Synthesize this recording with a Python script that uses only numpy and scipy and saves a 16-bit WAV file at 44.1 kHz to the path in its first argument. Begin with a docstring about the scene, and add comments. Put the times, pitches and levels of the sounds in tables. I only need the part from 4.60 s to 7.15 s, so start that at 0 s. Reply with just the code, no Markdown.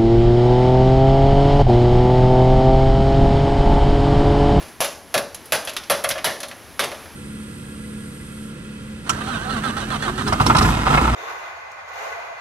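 """Hammering a clay mould in a basin

A quiet yard, the microphone facing a metal basin that holds a fired clay mould. A small hammer
knocks six times: each blow cracks the clay, rings the hand-damped basin and makes the mould jump
and settle. Shards and grit fall on the metal. A limiter flattens the blows and lets their tails
swell back."""
import sys
import numpy as np
from scipy import signal
from scipy.fft import rfft, irfft, next_fast_len
from scipy.io import wavfile
from scipy.ndimage import uniform_filter1d, minimum_filter1d, map_coordinates

SR = 44100
rng = np.random.default_rng(int(sys.argv[2]) if len(sys.argv) > 2 else 0)


def to_wav(sig):
    """Store sig (one row per channel, or 1-D mono) as 16-bit WAV at the path in sys.argv[1].

    Samples outside -1..1 are clipped; the rate is SR.
    """
    pcm = np.clip(np.atleast_2d(sig), -1, 1) * 32767
    pcm = np.round(pcm).astype(np.int16)
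    wavfile.write(sys.argv[1], SR, pcm.T)  # frames by channels


N = 112454
T = np.arange(SR * 3 // 5) / SR  # time axis of one contact, s
TOP_HZ = 15800

# hammer blows: t/s, level/dB, low thud/dB, bright edge/dB, basin ring/dB,
# hollow knock f/Hz, knock level/dB, delay until the mould settles/s, settling level/dB
HAMMER_BLOWS = [(.2050, -10.5, -4.5, 2.5, -4, 670, 4, 0.041, -11.5),
                (0.5414, -14, 6, -1.5, 4.5, 600, -0.5, .0365, -3.5),
                (0.922, -11, -1, 2.5, -6.5, 644, -5.5, 0.028, -10.5),
                (1.2987, -11, 0, 0.5, 1.5, 584, -9.5, 0.018, -11.5),
                (1.6440, -10.5, -1.5, 2, -6.5, 1202, -2, .034, -44),
                (2.1934, -12.5, 3, -2.5, -11, 1490, 0, 0.046, -9)]


def amp(db):
    """Decibels to gain."""
    return 10 ** (np.asarray(db) / 20)


def along(points, hz):
    """Read (f/Hz, value) points on a log frequency axis."""
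    f, values = np.transpose(points)
    return np.interp(np.log(hz + 1), np.log(f + 1), values)


def filtered(x, response):
    """Filter x by a gain given against frequency."""
    n = x.shape[-1]
    padded = next_fast_len(n + 4096)
    return irfft(rfft(x, padded) * response(np.fft.rfftfreq(padded, 1 / SR)), padded)[..., :n]


def noise(colour_db, size=len(T)):
    """Noise of rms 1 with a colour given in dB against frequency."""
    x = filtered(rng.standard_normal(size), lambda hz: amp(colour_db(hz)))
    return x / np.sqrt(np.mean(x ** 2) + 1e-20)


def dying(x, t60s):
    """Each frequency of x dies at its own speed."""
    hz, t, spectrum = signal.stft(x, SR, nperseg=128)
    decay = 1e-3 ** (t / along(t60s, hz)[:, None])
    return signal.istft(spectrum * decay, SR, nperseg=128)[1][:len(x)]


def fade(t60):
    """A decay of 60 dB in t60 seconds."""
    return np.exp(-np.log(1000) * T / t60)


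def rise(seconds):
    """An onset with this time constant."""
    return 1 - np.exp(-T / seconds)


def add(track, s, sound):
    """Mix a sound in at s seconds."""
    part = track[round(s * SR):][:len(sound)]
    part += sound[:len(part)]


def air(sway_db=1.33):
    """The faint, swaying rush of the outdoors, over a low rumble that grows near the end."""
    # spectra of the rush and the rumble: f/Hz, level/dB
    rush_colour = [(25, -15), (50, -9), (80, 5), (140, 0.5), (260, 5), (550, 1), (1000, -0.5), (2000, -3),
                   (4000, -8.5), (7000, -10), (11000, -13), (16000, -15.5)]
    rumble_colour = [(20, -14), (55, -9), (80, 2), (110, -24.5), (250, -11.5), (600, -40), (3000, -70)]
    # their loudness over time: t/s, level/dB
    rush_levels = [(0, -40.5), (.2, -45.5), (.47, -45.5), (.9, -44.5), (2.1, -43.5), (2.55, -41)]
    rumble_levels = [(0, -55.5), (1.9, -64.5), (2.25, -51), (2.55, -55)]
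    level = lambda points: np.interp(np.arange(N) / SR, *np.transpose(points))
    sway = sway_db * map_coordinates(rng.standard_normal(24), [np.linspace(0, 23, N)])
    rumble = amp(level(rumble_levels)) * noise(lambda hz: along(rumble_colour, hz), N)
    rush = amp(level(rush_levels) + sway) * noise(lambda hz: along(rush_colour, hz), N)
    return rush + rumble


def yard(colour_db):
    """The diffuse answer of ground and walls to a contact of this colour."""
    # spectrum of the reflections: f/Hz, level/dB
    echo_colour = [(100, 6), (700, -5), (5000, -9), (11000, -14.5)]
    # their decay: f/Hz, t60/s
    echo_decay = [(150, 0.27), (700, 0.62), (3000, 0.33), (6000, 0.47), (11000, 0.39)]
    tail = filtered(noise(colour_db), lambda hz: amp(along(echo_colour, hz)))
    return dying(tail, echo_decay) * rise(0.01)


def grains(times, levels_db, centre_hz=8200, decay_s=0.0021):
    """Tiny ticks of grit, each with its own size and three pitches."""
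    out, t = np.zeros(N), T[:SR // 100]
    for s, db, (size, *pitches) in zip(times, levels_db, rng.standard_normal((len(times), 4))):
        hz = np.minimum(centre_hz * np.exp(.5 * np.array(pitches)), SR / 2)
        tick = np.exp(-t / decay_s) * np.sin(2 * np.pi * hz[:, None] * t).mean(0)
        add(out, s, amp(db + 2.2 * size) * tick)
    return out


def grit(count=110, fall_s=0.084, spray_db=-32.5, fade_db_per_s=65, trickle_db=-52):
    """A spray of crumbs follows every blow, and stray grains slide down the mould in between."""
    delays = rng.exponential(fall_s, (len(HAMMER_BLOWS), count))
    spray = sum(grains(blow[0] + delay, spray_db - fade_db_per_s * delay)
                for blow, delay in zip(HAMMER_BLOWS, delays))
    trickle = grains(rng.uniform(0, N / SR, count), np.full(count, trickle_db))
    return spray + trickle


def basin_ring(scatter_db=1.5):
    """The hand-damped basin's modes, excited a little differently by each contact."""
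    # modes of the metal: f/Hz, level/dB, t60/s
    basin_modes = [(495, -10, 0.15), (540, 0, 0.13), (566, -4.5, 0.36), (592, -10, 0.33), (630, -2, 0.24),
                   (677, -12, 0.21), (718, -4, 0.17), (1070, -15, 0.28), (1170, -11.5, 0.32),
                   (1346, -11, 0.18), (1445, -12, 0.15), (1712, -5.5, 0.15), (2064, -11, 0.073),
                   (2475, -12, 0.17), (3280, -9.5, 0.14)]
    draws = rng.standard_normal((len(basin_modes), 2))
    modes = sum(amp(db + scatter_db * scatter) * fade(t60) * np.sin(2 * np.pi * hz * T + np.pi * phase)
                for (hz, db, t60), (scatter, phase) in zip(basin_modes, draws))
    return amp(-7) * modes * rise(0.0032)


def clay_ring(centre_hz, spread=0.3, t60=0.039, count=5):
    """Fired clay rings briefly with a few modes spread in log frequency around a centre."""
    scatter, phase = rng.uniform(0, 1, (2, count, 1))
    position = 2 * (np.arange(count)[:, None] + scatter) / count - 1
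    hz = centre_hz * np.exp(2 * spread * position)
    modes = (hz < TOP_HZ) * np.sin(2 * np.pi * (hz * T + phase))
    return modes.sum(0) * np.sqrt(2 / count) * fade(t60)


def resonances(spacing_hz=150, scatter_db=2.8, above_hz=1200):
    """Every contact favours its own narrow resonances of clay and metal: f/Hz, level/dB."""
    hz = np.arange(0, SR / 2, spacing_hz)
    return np.column_stack([hz, scatter_db * rng.standard_normal(len(hz)) * (hz > above_hz)])


def shards(width_octaves=1.86):
    """Broken pieces clink on the metal: small ones high, heavy ones lower and with more ring."""
    # shards landing, the first few faint ones just as the sound opens # t/s, level/dB, clink f/Hz, basin
    # ring/dB
    clinks = [(.002, -41, 1950, 6), (.024, -40, 4940, 2), (.083, -44.5, 4940, -14),
              (0.7456, -28.5, 6830, -28), (.8566, -38, 12500, -24), (1.05, -32, 10900, -9),
              (1.0732, -23.5, 2710, -3), (1.084, -29, 3370, -16), (1.094, -27, 4100, -14),
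              (1.134, -35.5, 8000, -3), (1.1654, -19, 3690, -25), (1.236, -35.5, 3420, -15),
              (1.4394, -23, 9170, 7.5), (1.4441, -17.5, 1880, -10), (1.4897, -18, 11470, -12),
              (1.5031, -23, 2030, 0), (1.510, -17.5, 3340, -27), (1.553, -35.5, 1200, 17),
              (1.5796, -24.5, 1730, -14), (1.803, -29, 5780, -3.5), (1.831, -24, 3680, -3.5),
              (1.884, -35.5, 6940, -21), (1.9125, -31.5, 2090, -3), (2.316, -30.5, 2510, 2.5),
              (2.347, -38, 1860, -14), (2.456, -40, 1265, -8)]
    # treble loss of a crumbly contact: f/Hz, level/dB
    treble_loss = [(3500, 0.5), (5000, -3), (6500, -1), (11000, -1.5), (16000, -7)]
    out = np.zeros(N)
    for s, db, clink_hz, ring_db in clinks:
        peaks = resonances()

        def colour(hz):
            """A broad hump around the clink, falling faster above it."""
            octaves = np.log2((hz + 1) / clink_hz)
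            hump = -10 * np.log10(1 + (2 * octaves / width_octaves) ** 2)
            rolloff = -10 * np.log10(1 + (hz / clink_hz / 2) ** 2)
            return hump + rolloff + along(treble_loss, hz) + along(peaks, hz)

        modes = amp(-7.5) * clay_ring(clink_hz, count=9)
        clink = (noise(colour) * fade(0.078) + modes) * rise(0.0004)
        # the bright first instant of the contact
        snap = amp(1) * filtered(noise(colour), lambda hz: hz / (hz + 6000)) * fade(0.012)
        add(out, s, amp(db) * (snap + clink + amp(ring_db) * basin_ring() + amp(-5.5) * yard(colour)))
    return out


def rattle(colour_db, thud_hz=360, thud_rise_s=0.019):
    """A burst of breaking clay; its low thud swells in just after the crack."""
    # decay of the burst: f/Hz, t60/s
    clay_decay = [(150, 0.047), (700, 0.24), (3000, 0.078), (11000, 0.085)]
    burst = dying(noise(colour_db), clay_decay)
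    bass = filtered(burst, lambda hz: 1 / (1 + (hz / thud_hz) ** 4))
    return burst - bass * np.exp(-T / thud_rise_s)


def hammer():
    """Each blow cracks the hollow clay and rings the basin; the mould jumps and clacks down again."""
    # spectrum of struck clay: f/Hz, level/dB
    clay_colour = [(40, -49), (110, -9), (300, -4), (650, 5.5), (950, 1), (1600, 3.5), (3000, 5), (6000, 0),
                   (11000, -2.5), (16000, -11)]
    crack_gain = 1 + amp(-13.5) * np.exp(-T / 0.00074)  # lifts the first instant of a hard contact
    out = np.zeros(N)
    for s, db, thud_db, edge_db, ring_db, knock_hz, knock_db, settle_s, settle_db in HAMMER_BLOWS:
        peaks = resonances()
        tilt = [(300, thud_db), (800, 0.0072), (4000, 0), (10000, edge_db)]
        colour = lambda hz: along(clay_colour, hz) + along(tilt, hz) + along(peaks, hz)
        knock = amp(knock_db) * clay_ring(knock_hz, spread=0.156)
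        crack = rattle(colour) * crack_gain
        add(out, s, amp(db) * (crack + knock + amp(ring_db) * basin_ring() + yard(colour)))
        clack = amp(-5) * clay_ring(centre_hz=1807)
        add(out, s + settle_s, amp(db + settle_db) * (rattle(colour) + clack))
    return out


def scene(side_delay_s=0.001):
    """Everything is straight ahead of the microphone, nearly mono, the upper bass leaning left."""
    # stereo width, side over mid: f/Hz, level/dB
    width = [(150, -5), (600, -28), (3200, -67), (5500, -17), (8000, -2.5), (10500, -25), (15000, -63)]
    # balance, left over right: f/Hz, level/dB
    balance = [(30, -8), (70, -2), (170, 4), (350, 4.5), (650, 2.1), (2000, -2), (6000, 0.7), (11000, -2)]
    mid = hammer() + shards() + grit() + air()
    side_gain = lambda hz: np.minimum(amp(along(width, hz)), .5)
    side = filtered(mid, lambda hz: side_gain(hz) * np.exp(-2j * np.pi * hz * side_delay_s))
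    stereo = np.array([mid + side, mid - side])
    return filtered(stereo, lambda hz: amp(np.outer([.5, -.5], along(balance, hz))))


def limiter(x, ceiling_db=-5.5, release_db_per_s=480, window=45):
    """Gain drops within a millisecond on a peak and recovers at a steady rate."""
    over_db = np.maximum(20 * np.log10(np.abs(x).max(0) + 1e-9) - ceiling_db, 0)
    recovery = release_db_per_s * np.arange(N) / SR
    cut_db = np.maximum.accumulate(over_db + recovery) - recovery
    return x * uniform_filter1d(minimum_filter1d(amp(-cut_db), window), window)


def record(dry):
    """The microphone colours the treble and feeds the limiter; a steep low-pass follows."""
    # microphone response: f/Hz, level/dB
    microphone = [(1000, 0.5), (6300, 0), (7300, -6), (8300, -8), (9600, 0.5), (10700, 8.5), (12000, 1.5),
                  (14000, -5), (16000, -9.5)]
    coloured = filtered(dry, lambda hz: amp(along(microphone, hz)))
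    return filtered(limiter(coloured), lambda hz: 1 / np.sqrt(1 + (hz / TOP_HZ) ** 400))


dry = scene()
out = record(dry)
to_wav(out)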